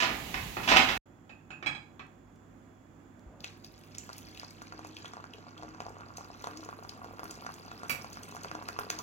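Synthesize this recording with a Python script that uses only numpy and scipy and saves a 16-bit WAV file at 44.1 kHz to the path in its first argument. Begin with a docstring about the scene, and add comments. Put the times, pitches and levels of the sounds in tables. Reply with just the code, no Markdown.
"""Milky tea on a gas hob

In a tiled kitchen dishes clatter off to the right, as noise flurries and decaying modes, over the filtered noise
of a gas burner. This stops dead; after a short silence the tea simmers, an appliance hums and crockery clinks.
Then the tea is poured into a cup close by: decaying sine bubbles splash, plop and crackle as froth, stronger as
the pool deepens, while resonators and echoes stand for the cup. Cutlery clinks twice in quick succession
across the room."""
import sys
import numpy as np
from scipy import signal
from scipy.fft import rfft, irfft
from scipy.io import wavfile
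from scipy.ndimage import uniform_filter1d

SR = 44100
rng = np.random.default_rng(int(sys.argv[2]) if len(sys.argv) > 2 else 0)


def unload_audio(sound):
    """Save the sound as a 16-bit wav file, at the path given as the first command line argument."""
    columns = np.transpose(np.atleast_2d(sound))
    # keep every value between -1 and 1, then stretch to whole-number steps
    steps = np.round(np.clip(columns, -1, 1) * 32767)
    wavfile.write(sys.argv[1], SR, steps.astype(np.int16))


N = 397782  # length in samples
CUT_S, RESUME_S, POUR_S = .977, 1.056, 3.40  # clatter stops, simmering is heard, pouring starts
TOP_HZ = 16000  # upper limit of the recorder
PORT_LAG = 14  # samples by which the right port hears later

# Knocks of dishes on the worktop. Each row: start in seconds, relative level in dB,
# decay of the rattle in seconds, treble tilt (positive is brighter).
KNOCKS = [(0.0, -26, .026, 5), (.021, -25, .016, 3), (.086, -34.5, .023, -0.5), (.341, -31.5, .0043, 1),
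          (.566, -33.5, 0.0098, -1.5), (.63, -40, .069, 4.5), (0.675, -27.5, .0071, 4),
          (.685, -21, .041, 4), (.712, -20, .027, 1), (.76, -20.5, .008, 3), (.768, -16.5, .0027, 5.5),
          (.791, -26, .0045, 1.5), (.885, -27.5, .028, 2.5)]
# Colour of dishes knocking. Each row: frequency in Hz, gain in dB.
DISH_COLOUR = [(50, -5), (160, -6.5), (260, 1.5), (520, -6), (750, -1), (1150, -1.5), (1500, -1),
               (2600, -2), (3300, -9), (5700, -20.5), (7200, -28.5), (9100, -44.5), (16000, -44.5)]
# Modes of the pile of dishes. Each row: frequency in Hz, level in dB, t60 in seconds (ring() caps it).
DISH_MODES = [(766.7, -3, 0.29), (1080, -11, .2), (1235, -2.5, .25), (1560, -0.5, 0.065), (1723, 2.5, 0.15),
              (1840, -1, .2), (2357, 0.5, 0.13), (2572, 7, .2), (2660, -1.5, 0.46), (3300, -3.5, 0.067),
              (3820, -6, .2), (4619, -17.5, 0.198)]
# Light blows on kitchenware. 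Each row: start in seconds, relative level in dB, object struck.
BLOWS = [(1.294, -45, "bowl"), (1.505, -39, "bowl"), (1.626, -44.5, "dishes"), (1.640, -68, "dishes"),
         (1.661, -38, "plate"), (1.667, -35.5, "plate"), (1.749, -47.5, "plate"), (1.994, -48, "dishes"),
         (7.895, -36.5, "spoon"), (7.902, -48, "spoon")]
# Modes of bowl, plate and spoon. Each row: frequency in Hz, level in dB, t60 in seconds (ring() caps it).
BOWL_MODES = [(861, -19, .2), (1658, -16, .2), (2535, 0, .22), (2670, -4, .2), (6950, -16, .11),
              (8100, -31, .11)]
PLATE_MODES = [(829, -9.5, .3), (1640, -6.5, .17), (2293, 9, 0.051), (2374, 3.5, 0.067), (2484, 5.5, 0.05),
               (3310, 1, 0.07), (4010, -1.5, 0.092), (4900, -5.5, 0.069), (5400, -16, 0.11),
               (6500, -13.5, 0.072), (7300, -18, 0.11), (7950, -17.5, 0.13), (9500, -28.5, .15)]
SPOON_MODES = [(960, -1.5, .1), (1420, -5, .09), (2300, 11, .075), (2610, 8, 0.051), (2880, 3, 0.089),
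               (4700, 3, 0.064), (5750, -3, 0.094), (6840, -2, 0.098), (7700, -10, 0.22), (9500, -22, .17),
               (11100, -6, 0.14), (12300, 0, .1), (13530, -12, .13)]

# Spectra of the burner and of the kitchen around the simmering pan. Each row: frequency in Hz, gain in dB.
BURNER_SPECTRUM = [(20, -16.5), (45, -3), (140, -5.5), (280, -9), (580, -17), (820, -11), (1400, -23),
                   (2000, -13.5), (2900, -13.5), (5400, -24.5), (6800, -21.5), (9000, -33.5),
                   (11500, -27.5), (16000, -30.5)]
SIMMER_SPECTRUM = [(25, -31), (50, -0.5), (75, -10.5), (140, -5.5), (185, -6.5), (257, -1.5), (450, -12.5),
                   (900, -16), (1600, -19.5), (2800, -29.5), (3900, -39.5), (6000, -38), (7100, -27.5),
                   (8300, -47.5), (16000, -47.5)]
# Lines of the appliance hum. Each row: frequency in Hz, relative level in dB.
HUM_LINES = [(51, -85), (99.6, -60.5), (160, -67), (257, -71.5), (345, -70), (592, -79), (752, -75)]

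# Colours of splashing and of froth. Each row: frequency in Hz, gain in dB.
SPLASH_COLOUR = [(200, -8), (450, 1), (720, -2.5), (1100, 7), (1400, 6), (1700, -4.5), (2700, 6.5),
                 (4000, -10), (9000, -39)]
FROTH_COLOUR = [(900, 4), (2000, -2.5), (2800, -1), (5000, 8), (7000, 1), (8800, 1), (15000, -49)]
# Biggest pockets of air under the stream. Each row: time in seconds, level of the dry pop in dB, pitch in Hz.
BIG_PLOPS = [(4.0926, -32.5, 1150), (4.6189, -32.5, 1350), (4.7236, -32, 1300), (5.0463, -34, 1190),
             (5.1359, -31.5, 1100), (5.1693, -32.5, 920), (5.6332, -32.5, 800), (5.8042, -25.5, 940),
             (5.8207, -33, 940), (5.866, -30, 790), (6.443, -26, 980), (6.472, -23.5, 1015),
             (6.69, -28.5, 995), (7.1945, -28, 1170), (7.233, -28.5, 1020), (7.4654, -25, 1360),
             (7.8337, -28, 1170), (8.0457, -29.5, 950), (8.367, -31, 1370), (8.4472, -27, 1170),
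             (8.5148, -25, 1390), (8.552, -27, 900), (8.6885, -24, 1480), (8.7894, -19, 1250),
             (8.9021, -20, 1700)]
# Loudest droplets and froth bursts. Each row: time in seconds, relative level in dB, pitch in Hz.
BIG_TICKS = [(3.4058, -38.5, 4200), (3.444, -24, 3220), (3.6461, -35, 4700), (3.95, -33.5, 4170),
             (4.182, -32.5, 9600), (4.3752, -33, 3580), (4.398, -29.5, 4470), (4.968, -31.5, 2950),
             (5.057, -31.5, 3100), (5.3368, -33.5, 2950), (5.5791, -37.5, 3670), (5.805, -34, 2670),
             (6.1722, -31, 5630), (6.4427, -35, 3650), (6.5732, -36, 5340), (6.6371, -43, 4800),
             (6.894, -30.5, 4520), (7.242, -36, 9700), (7.3104, -32, 7060), (7.5412, -36, 7450),
             (8.2334, -32, 6460), (8.288, -37.5, 9200), (8.435, -33.5, 6800), (8.686, -32, 5540),
             (8.7957, -31, 10100), (8.9026, -19.5, 6000), (8.9892, -27, 5400)]
# Early echoes off cup wall, pan and tiles. 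Each row: delay in seconds, gain as a factor.
EARLY_ECHOES = [(.00135, -0.088), (.0029, -0.097), (.0093, .15)]
# Colour of one port against the other, for the cup, for sources on the right and for steady noise.
# Each row: frequency in Hz, gain in dB.
RIGHT_PORT = [(100, -10.5), (400, -2.5), (1000, 0), (1600, 3), (2600, 2), (3800, -8), (5200, -2), (6800, 7),
              (8500, -10), (11000, 6.5), (15000, -10.5)]
LEFT_PORT = [(60, -2.5), (200, -3), (700, -1.5), (1300, -5.5), (2400, -12), (4000, -7.5), (7000, -7),
             (9000, -5.5), (15000, -4.5)]
LEFT_AMBIENCE = [(50, -4), (130, -4), (240, -2), (400, -5.5), (1200, -3), (2000, -15.5), (3000, -11.5),
                 (4000, -5), (7000, -9.5), (8300, -3), (15000, 2.5)]
# Swells of the cup's low note. Each row: middle in seconds, length in seconds, level in dB.
CUP_SWELLS = [(4.3, 0.075, -54.5), (4.864, 0.35, -53), (5.678, 0.2, -50.5), (6.583, .18, -49),
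              (7.277, 0.11, -51), (8.562, 0.096, -50.5), (8.947, 0.078, -49.5)]
# Resonances of the air in the cup. Each row: frequency in Hz, bandwidth in Hz, gain in dB.
CUP_AIR_MODES = [(707, 62, 4.5), (1023, 42, 0), (1150, 45, -3.5), (1390, 61, 8), (1770, 3.3, 11),
                 (2795, 60, -11.5), (4690, 800, 2)]
# Course of the froth. Each row: time in seconds, relative crackle level in dB, relative fizz level in dB.
FROTH_COURSE = [(3.4, -88, -86), (3.65, -70.5, -77), (3.95, -61.5, -76), (4.12, -56, -69), (4.65, -62, -83),
                (5.03, -57.5, -79), (5.2, -67.5, -91), (5.62, -64, -100), (6.09, -68.5, -84),
                (6.42, -58.5, -73.5), (6.95, -67, -78), (7.37, -60, -71), (7.83, -59.5, -73.5),
                (8.02, -57.5, -70), (8.78, -59.5, -75), (9.02, -59.5, -71)]

CUP_HZ = 313.6  # low note of the cup
SPLASH_DB, DEEP_AT_S, DEEPEN_DB_PER_S = -57, 5.7, 12.5  # splash grows until the pool is deep, then holds
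# Answers to an event: level against it in dB, amplitude decay constant in seconds.
WASH_DB, WASH_S = -27, 0.053  # splashing after a plop
SHOWER_DB, SHOWER_FIZZ_DB, SHOWER_S = -29, -42, 0.065  # froth and fizz after a burst
RUMBLE_DB, RUMBLE_DB_PER_S = -55.5, 3.5  # level reached at the end, growth
THUD_HZ, THUD_DB, THUD_CYCLES = 144.3, -12, 7.4  # worktop: pitch, level against the knock, decay in cycles
SNAP_HZ = 14800  # pitch of the smallest bubbles


def undb(db):
    """Decibel law: level to amplitude gain."""
    return 10 ** (np.asarray(db) / 20)


def unit(x):
    """Normalisation to rms 1."""
    return x / np.sqrt(np.mean(x ** 2) + 1e-20)


def add(track, s, x):
    """Superposition: mix x into the track from time s on."""
    i = max(int(s * SR), 0)
    n = max(min(x.shape[-1], N - i), 0)
    track[..., i:i + n] += x[..., :n]


def colour(x, points):
    """Minimum-phase filtering: the folded cepstrum makes the (Hz, dB) gain curve causal."""
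    hz, db = np.transpose(points)
    size = 4096
    f = np.maximum(np.fft.rfftfreq(size, 1 / SR), 1)
    gain = undb(np.interp(np.log(f), np.log(hz), db))
    cepstrum = irfft(np.log(gain))
    cepstrum[1:size // 2] *= 2
    cepstrum[size // 2 + 1:] = 0
    impulse = irfft(np.exp(rfft(cepstrum)))
    return signal.fftconvolve(x, impulse)[:len(x)]


def walk(rate):
    """Slow fluctuation: held random values, `rate` a second, smoothed twice to a spread near 1."""
    k = int(SR / rate)
    steps = np.repeat(rng.standard_normal(N // k + 1), k)
    return unit(uniform_filter1d(uniform_filter1d(steps, k), k)[:N])


def diffuse(n, alike_hz=520):
    """Diffuse field: noise at two close ports is alike in the bass and unrelated in the treble."""
    mid, side = rfft(rng.standard_normal((2, n)))
    alike = np.exp(-(np.fft.rfftfreq(n, 1 / SR) / alike_hz) ** 2) * .95
    mid = mid * np.sqrt((1 + alike) / 2)
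    side = side * np.sqrt((1 - alike) / 2)
    return irfft(np.array([mid + side, mid - side]), n)


def kitchen(x, t60, treble_t60):
    """Reverberation: convolution with exponentially dying noise of unit energy, given t60s in seconds."""
    t = np.arange(SR) / SR
    noise = diffuse(SR)
    low = signal.sosfilt(signal.butter(1, 3000, fs=SR, output="sos"), noise)
    tail = low * undb(-60 * t / t60) + (noise - low) * undb(-60 * t / treble_t60)
    tail *= np.minimum(t / .004, 1)
    return signal.fftconvolve(x[None], unit(tail) / np.sqrt(SR), axes=1)[:, :N]


def ring(modes, crack_db, crack_s, split=.008):
    """Modal vibration: a blow excites split, decaying modes and a noise crack; rms 1 over 30 ms."""
    t = np.arange(SR // 2) / SR
    tone = 0
    for hz, db, t60 in modes:
        for side in (-1, 0, 1):
            pitch = hz * (1 + side * split * rng.uniform(.4, 1.6))
            fade = undb(db - 7 * abs(side) - 60 * t / min(t60, .24))
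            tone = tone + fade * np.sin(2 * np.pi * (pitch * t + rng.random()))
    tone *= np.minimum(t / .001, 1)
    head = int(.03 * SR)
    crack = undb(crack_db) * rng.standard_normal(len(t)) * np.exp(-t / crack_s)
    x = tone / np.std(tone[:head]) + crack
    return x / np.std(x[:head])


def bubble(hz, cycles):
    """Bubble resonance: a sine decaying by 1/e in the given number of cycles; peak 1."""
    turns = np.arange(int(6 * cycles * SR / hz) + 4) * hz / SR
    x = np.sin(2 * np.pi * turns) * np.exp(-turns / cycles)
    return x / np.abs(x).max()


def grains(rate, low_hz, high_hz, cycles, spread_db):
    """Random superposition: about `rate` bubbles a second, a few much louder than the rest; rms 1."""
    out = np.zeros(N)
    for hz in np.geomspace(low_hz, min(high_hz, .42 * SR), num=12):
        count = int(rate / 12 * N / SR) + 1
        when, chance = rng.random((4000, 2))[:count].T
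        size = undb(spread_db * np.minimum(-np.log(1 - chance), 4))
        pulses = np.bincount((when * N).astype(int), size, N)
        out += signal.oaconvolve(pulses, bubble(hz, cycles))[:N]
    return unit(out - out.mean())


def across_room(x, direct_db, t60, treble_t60):
    """Direct and reverberant field: a source across the kitchen, with the left port in shadow."""
    direct = np.array([x, np.pad(x, (PORT_LAG, 0))[:N]])
    left, right = kitchen(x, t60, treble_t60) + undb(direct_db) * direct
    return np.array([colour(left, LEFT_PORT), right])


def tick(hz, t):
    """Impulsive excitation: a noise crackle swells to 5 ms, dies and drives one bubble pitch; peak 1."""
    t = t[:SR // 50] - .005
    envelope = np.exp(-np.abs(t) / 0.00017) + undb(-12.5) * np.exp(-np.abs(t) / 0.0032)
    x = signal.fftconvolve(rng.standard_normal(len(t)) * envelope, bubble(hz, cycles=0.91))
    return x / np.abs(x).max()


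def scatter(start_s, count, db, spread_db, hz, octaves):
    """Jittered succession: one lesser event per time slot, as rows of (s, dB, Hz)."""
    when, size, pitch = rng.uniform(-1, 1, (count, 3)).T
    slot_s = (N / SR - start_s) / count
    s = start_s + (np.arange(count) + (1 + when) / 2) * slot_s
    return list(zip(s, db + spread_db * size, hz * 2 ** (octaves * pitch)))


def aftermath(events, settle_s, t):
    """Relaxation: agitation jumps at each event and decays; the powers add."""
    power = np.zeros(N)
    for s, db, _ in events:
        add(power, s, (undb(db) * np.exp(-t[:SR] / settle_s)) ** 2)
    return np.sqrt(power)


def clatter(t):
    """Repeated contact: each knock is a dying noise flurry that faintly excites the dish modes."""
    contacts, n = np.zeros(N), SR // 4
    for s, db, length, tilt in KNOCKS:
        flurry = rng.standard_normal(n) * np.exp(-t[:n] / length) * np.minimum(t[:n] / .003, 1)
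        flurry = colour(flurry, [(250, -2 * tilt), (1000, 0), (8000, 3 * tilt)])
        flurry = colour(flurry, DISH_COLOUR)
        add(contacts, s, undb(db) * flurry / np.std(flurry[:SR // 50]))
    body = ring(DISH_MODES, crack_db=-20, crack_s=.003)
    ringing = unit(signal.fftconvolve(contacts, body)[:N]) * np.std(contacts) * undb(-14)
    return across_room((contacts + ringing) * undb(2.0), direct_db=-1, t60=0.49, treble_t60=0.31)


def ambience(spectrum, db, flicker_db):
    """Broadband noise: a coloured diffuse rush whose level flutters about db at the right port."""
    left, right = (colour(x, spectrum) for x in diffuse(N))
    level = undb(db + flicker_db * walk(14))
    return np.array([colour(left, LEFT_AMBIENCE), right]) / np.std(right) * level


def hum(t):
    """Line spectrum: low tones of an appliance, wavering in level and phase."""
    x = np.zeros(N)
    for hz, db in HUM_LINES:
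        level = np.sqrt(2) * undb(db + walk(4.9))
        x += level * np.sin(2 * np.pi * hz * t + 0.25 * walk(3.04))
    return np.array([undb(-5.5) * x, x])


def simmer(t):
    """Frequency modulation: a faint whistle from the hot pan wanders in pitch, with three tiny pops."""
    pitch = 3400 + 15 * walk(5) + 70 * walk(250)
    x = undb(-84 + 2 * walk(6)) * np.sin(2 * np.pi * np.cumsum(pitch) / SR)
    for s in rng.uniform(RESUME_S, POUR_S, size=3):
        add(x, s, undb(-58) * tick(6000, t))
    return x * (t < POUR_S)


def clinks():
    """Impact on resonant bodies: kitchenware rings, and the worktop answers with a knock and thud."""
    out = np.zeros(N)
    for s, db, thing in BLOWS:
        # a crack far above the modes makes the knock dry
        knock = unit(colour(ring(DISH_MODES, crack_db=26, crack_s=.007), DISH_COLOUR)[:SR // 30])
        if thing == "bowl":
            blow = undb(-7) * ring(BOWL_MODES, crack_db=-37, crack_s=0.0036, split=0.0176)
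            knock_db = -8
        elif thing == "plate":
            blow = undb(2.5) * ring(PLATE_MODES, crack_db=-24, crack_s=0.006, split=0.0214)
            knock_db = -3
        elif thing == "spoon":
            blow = undb(5.0) * ring(SPOON_MODES, crack_db=1.0, crack_s=0.016, split=0.026)
            knock_db = -4
        else:  # dishes: the knock alone
            blow, knock_db = np.zeros(1), 2
        add(out, s, undb(db) * blow)
        add(out, s, undb(db + knock_db) * knock)
        add(out, s, undb(db + knock_db + THUD_DB) * bubble(THUD_HZ, cycles=THUD_CYCLES))
    return across_room(out, direct_db=-0.5, t60=0.35, treble_t60=0.2)


def bump(t):
    """Damped oscillation: a soft deep thump of handling, then a dull swell of rustling noise."""
    points = [(200, -10), (600, 7), (1200, -6), (2500, -22), (8000, -45)]
    rustle = unit(colour(rng.standard_normal(N), points))
    x = undb(-59.5) * rustle * np.exp(-((t - 3.37) / 0.12) ** 2)
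    t = t[:SR // 4]
    thump = np.sin(2 * np.pi * 56 * t) * np.exp(-t / 0.022) * np.minimum(t / 0.005, 1)
    add(x, 3.262, undb(-38.0) * thump)
    return x


def pour(t):
    """Source and resonator: the stream's bubbles and froth excite echoes, cup air and the room."""
    stream = splashing(t) + frothing(t) + trickle(t) + rumble(t)
    x = stream * (t > POUR_S) + plops(t) + ticks(t)
    near = x.copy()
    for s, gain in EARLY_ECHOES:
        add(near, s, gain * x)
    for hz, width, db in CUP_AIR_MODES:
        near += undb(db) * signal.lfilter(*signal.iirpeak(hz, hz / width, fs=SR), x)
    near += cup_note(t)
    direct = np.array([near, np.pad(near, (PORT_LAG, 0))[:N]])
    left, right = direct + undb(-6) * kitchen(x, t60=.33, treble_t60=.22)
    return np.array([left, colour(right, RIGHT_PORT)])


def splashing(t):
    """Bubble entrainment: blunt bubbles and gurgles, louder as the pool deepens and after each big plop."""
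    steady = undb(SPLASH_DB - DEEPEN_DB_PER_S * np.maximum(DEEP_AT_S - t, 0))
    wash = undb(WASH_DB) * aftermath(BIG_PLOPS, WASH_S, t)
    splash = grains(rate=280, low_hz=440, high_hz=1630, cycles=0.65, spread_db=5.5)
    splash = unit(colour(splash, SPLASH_COLOUR))
    gurgle = grains(rate=100, low_hz=645, high_hz=1535, cycles=2.1, spread_db=4.5)
    return (splash + 0.35 * gurgle) * np.hypot(steady, wash)


def froth_level(t):
    """Linear interpolation of the relative crackle and fizz levels in dB at the times t."""
    s, *columns = np.transpose(FROTH_COURSE)
    return [np.interp(t, s, c) for c in columns]


def frothing(t):
    """Film rupture: many small bubbles crackle and fizz, with a shower after each big burst."""
    froth_db, fizz_db = froth_level(t)
    shower = aftermath(BIG_TICKS, SHOWER_S, t)
    froth = grains(rate=1100, low_hz=1710, high_hz=8030, cycles=3.9, spread_db=5.0)
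    froth = unit(colour(froth, FROTH_COLOUR))
    fizz = grains(rate=900, low_hz=6960, high_hz=15600, cycles=1.0, spread_db=7.0)
    fizz = unit(colour(fizz, [(3000, -24), (8000, -9.5), (15000, -2)]))
    froth *= np.hypot(undb(froth_db - 3.5), undb(SHOWER_DB) * shower)
    fizz *= np.hypot(undb(fizz_db + 4), undb(SHOWER_FIZZ_DB) * shower)
    return froth + fizz


def trickle(t):
    """Lightly damped resonance: small bubbles ring longer and follow the level of the crackle."""
    bubbles = grains(rate=260, low_hz=2107, high_hz=4470, cycles=7.5, spread_db=2.5)
    shower = undb(-35.5) * aftermath(BIG_TICKS, SHOWER_S, t)
    return bubbles * np.hypot(undb(froth_level(t)[0] - 7), shower)


def rumble(t):
    """Low bubble resonance: large bubbles churn deep in the cup, louder as it fills."""
    churn = grains(rate=240, low_hz=155, high_hz=417, cycles=1.4, spread_db=2.0)
    churn = unit(colour(churn, [(60, -24), (140, -4.5), (450, -1.5), (1200, -19)]))
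    return churn * undb(RUMBLE_DB + RUMBLE_DB_PER_S * (t - t[-1]))


def ticks(t):
    """Small impacts: droplets and froth bursts, thin and bright; the lesser follow the crackle level."""
    x = np.zeros(N)
    lesser = scatter(start_s=POUR_S, count=40, db=19.5, spread_db=2.5, hz=4430, octaves=0.82)
    lesser = [(s, db + froth_level(s)[0], hz) for s, db, hz in lesser]
    for s, db, hz in BIG_TICKS + lesser:
        burst = undb(db + 1.0) * tick(hz, t)
        snap = undb(db - 5) * (hz / 7000) ** 2 * tick(SNAP_HZ, t)  # the smallest bubbles snap brightest
        add(x, s - .005, burst)  # the crackle peaks at s
        add(x, s - .005, snap)
    return colour(x, [(700, -6), (1400, -13), (2400, -1), (7000, 0.0), (11000, -1.0), (15000, 0.5)])


def squeak(t):
    """Narrow-band transient: a tiny high chirp of noise, as of hot liquid spitting on the pan's lip."""
    x = np.zeros(N)
    points = [(4500, -21), (6300, -3), (7200, 3), (8500, -26)]
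    fizz = unit(colour(rng.standard_normal(SR // 10), points))
    add(x, 3.983, undb(-30) * fizz * np.exp(-t[:SR // 10] / 0.0015))
    return across_room(x, direct_db=4, t60=0.25, treble_t60=0.36)


def plops(t):
    """Cavity collapse: a blunt pop, a faint ring and a little spray; lesser plops fall among the big."""
    x = np.zeros(N)
    lesser = scatter(start_s=4.4, count=22, db=-34.0, spread_db=3.5, hz=1070, octaves=0.39)
    for s, db, hz in BIG_PLOPS + lesser:
        add(x, s - 1 / hz / 2, undb(db) * bubble(hz, cycles=0.94))
        add(x, s, undb(db - 18) * bubble(hz, cycles=6.3))  # the trapped air rings on faintly
        add(x, s - .005, undb(db - 12) * tick(5500, t))
    return x


def cup_note(t):
    """Cavity resonance: the hollow of the cup sings one low, wavering note in Gaussian swells."""
    size = sum(undb(db) * np.exp(-(2 * (t - s) / length) ** 2) for s, length, db in CUP_SWELLS)
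    return np.sqrt(2) * size * np.sin(2 * np.pi * CUP_HZ * t + walk(25))


def scene():
    """Succession: the clatter stops dead; after a short silence the simmering and the pour follow."""
    t = np.arange(N) / SR
    first = clatter(t) + ambience(BURNER_SPECTRUM, db=-39.5, flicker_db=1.0)
    # room tone and hum step up when the pour starts
    room_tone = ambience(SIMMER_SPECTRUM, db=-54.5, flicker_db=0.57) * undb(np.where(t > POUR_S, 1.3, -.3))
    drone = hum(t) * undb(np.where(t > POUR_S, 2.5, -1.5))
    rest = room_tone + drone + simmer(t) + clinks() + bump(t) + pour(t) + squeak(t)
    fade_in = np.clip((t - RESUME_S) / .004, 0, 1)
    return first * (t < CUT_S) + rest * fade_in


def record(dry):
    """Saturation and band limiting: peaks are rounded, the deepest rumble and the top are cut."""
    rounded = np.tanh(dry)
    x = signal.sosfilt(signal.butter(2, 38, "high", fs=SR, output="sos"), rounded)
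    return signal.sosfilt(signal.ellip(10, .2, 70, TOP_HZ, fs=SR, output="sos"), x)


dry = scene()
out = record(dry)
unload_audio(out)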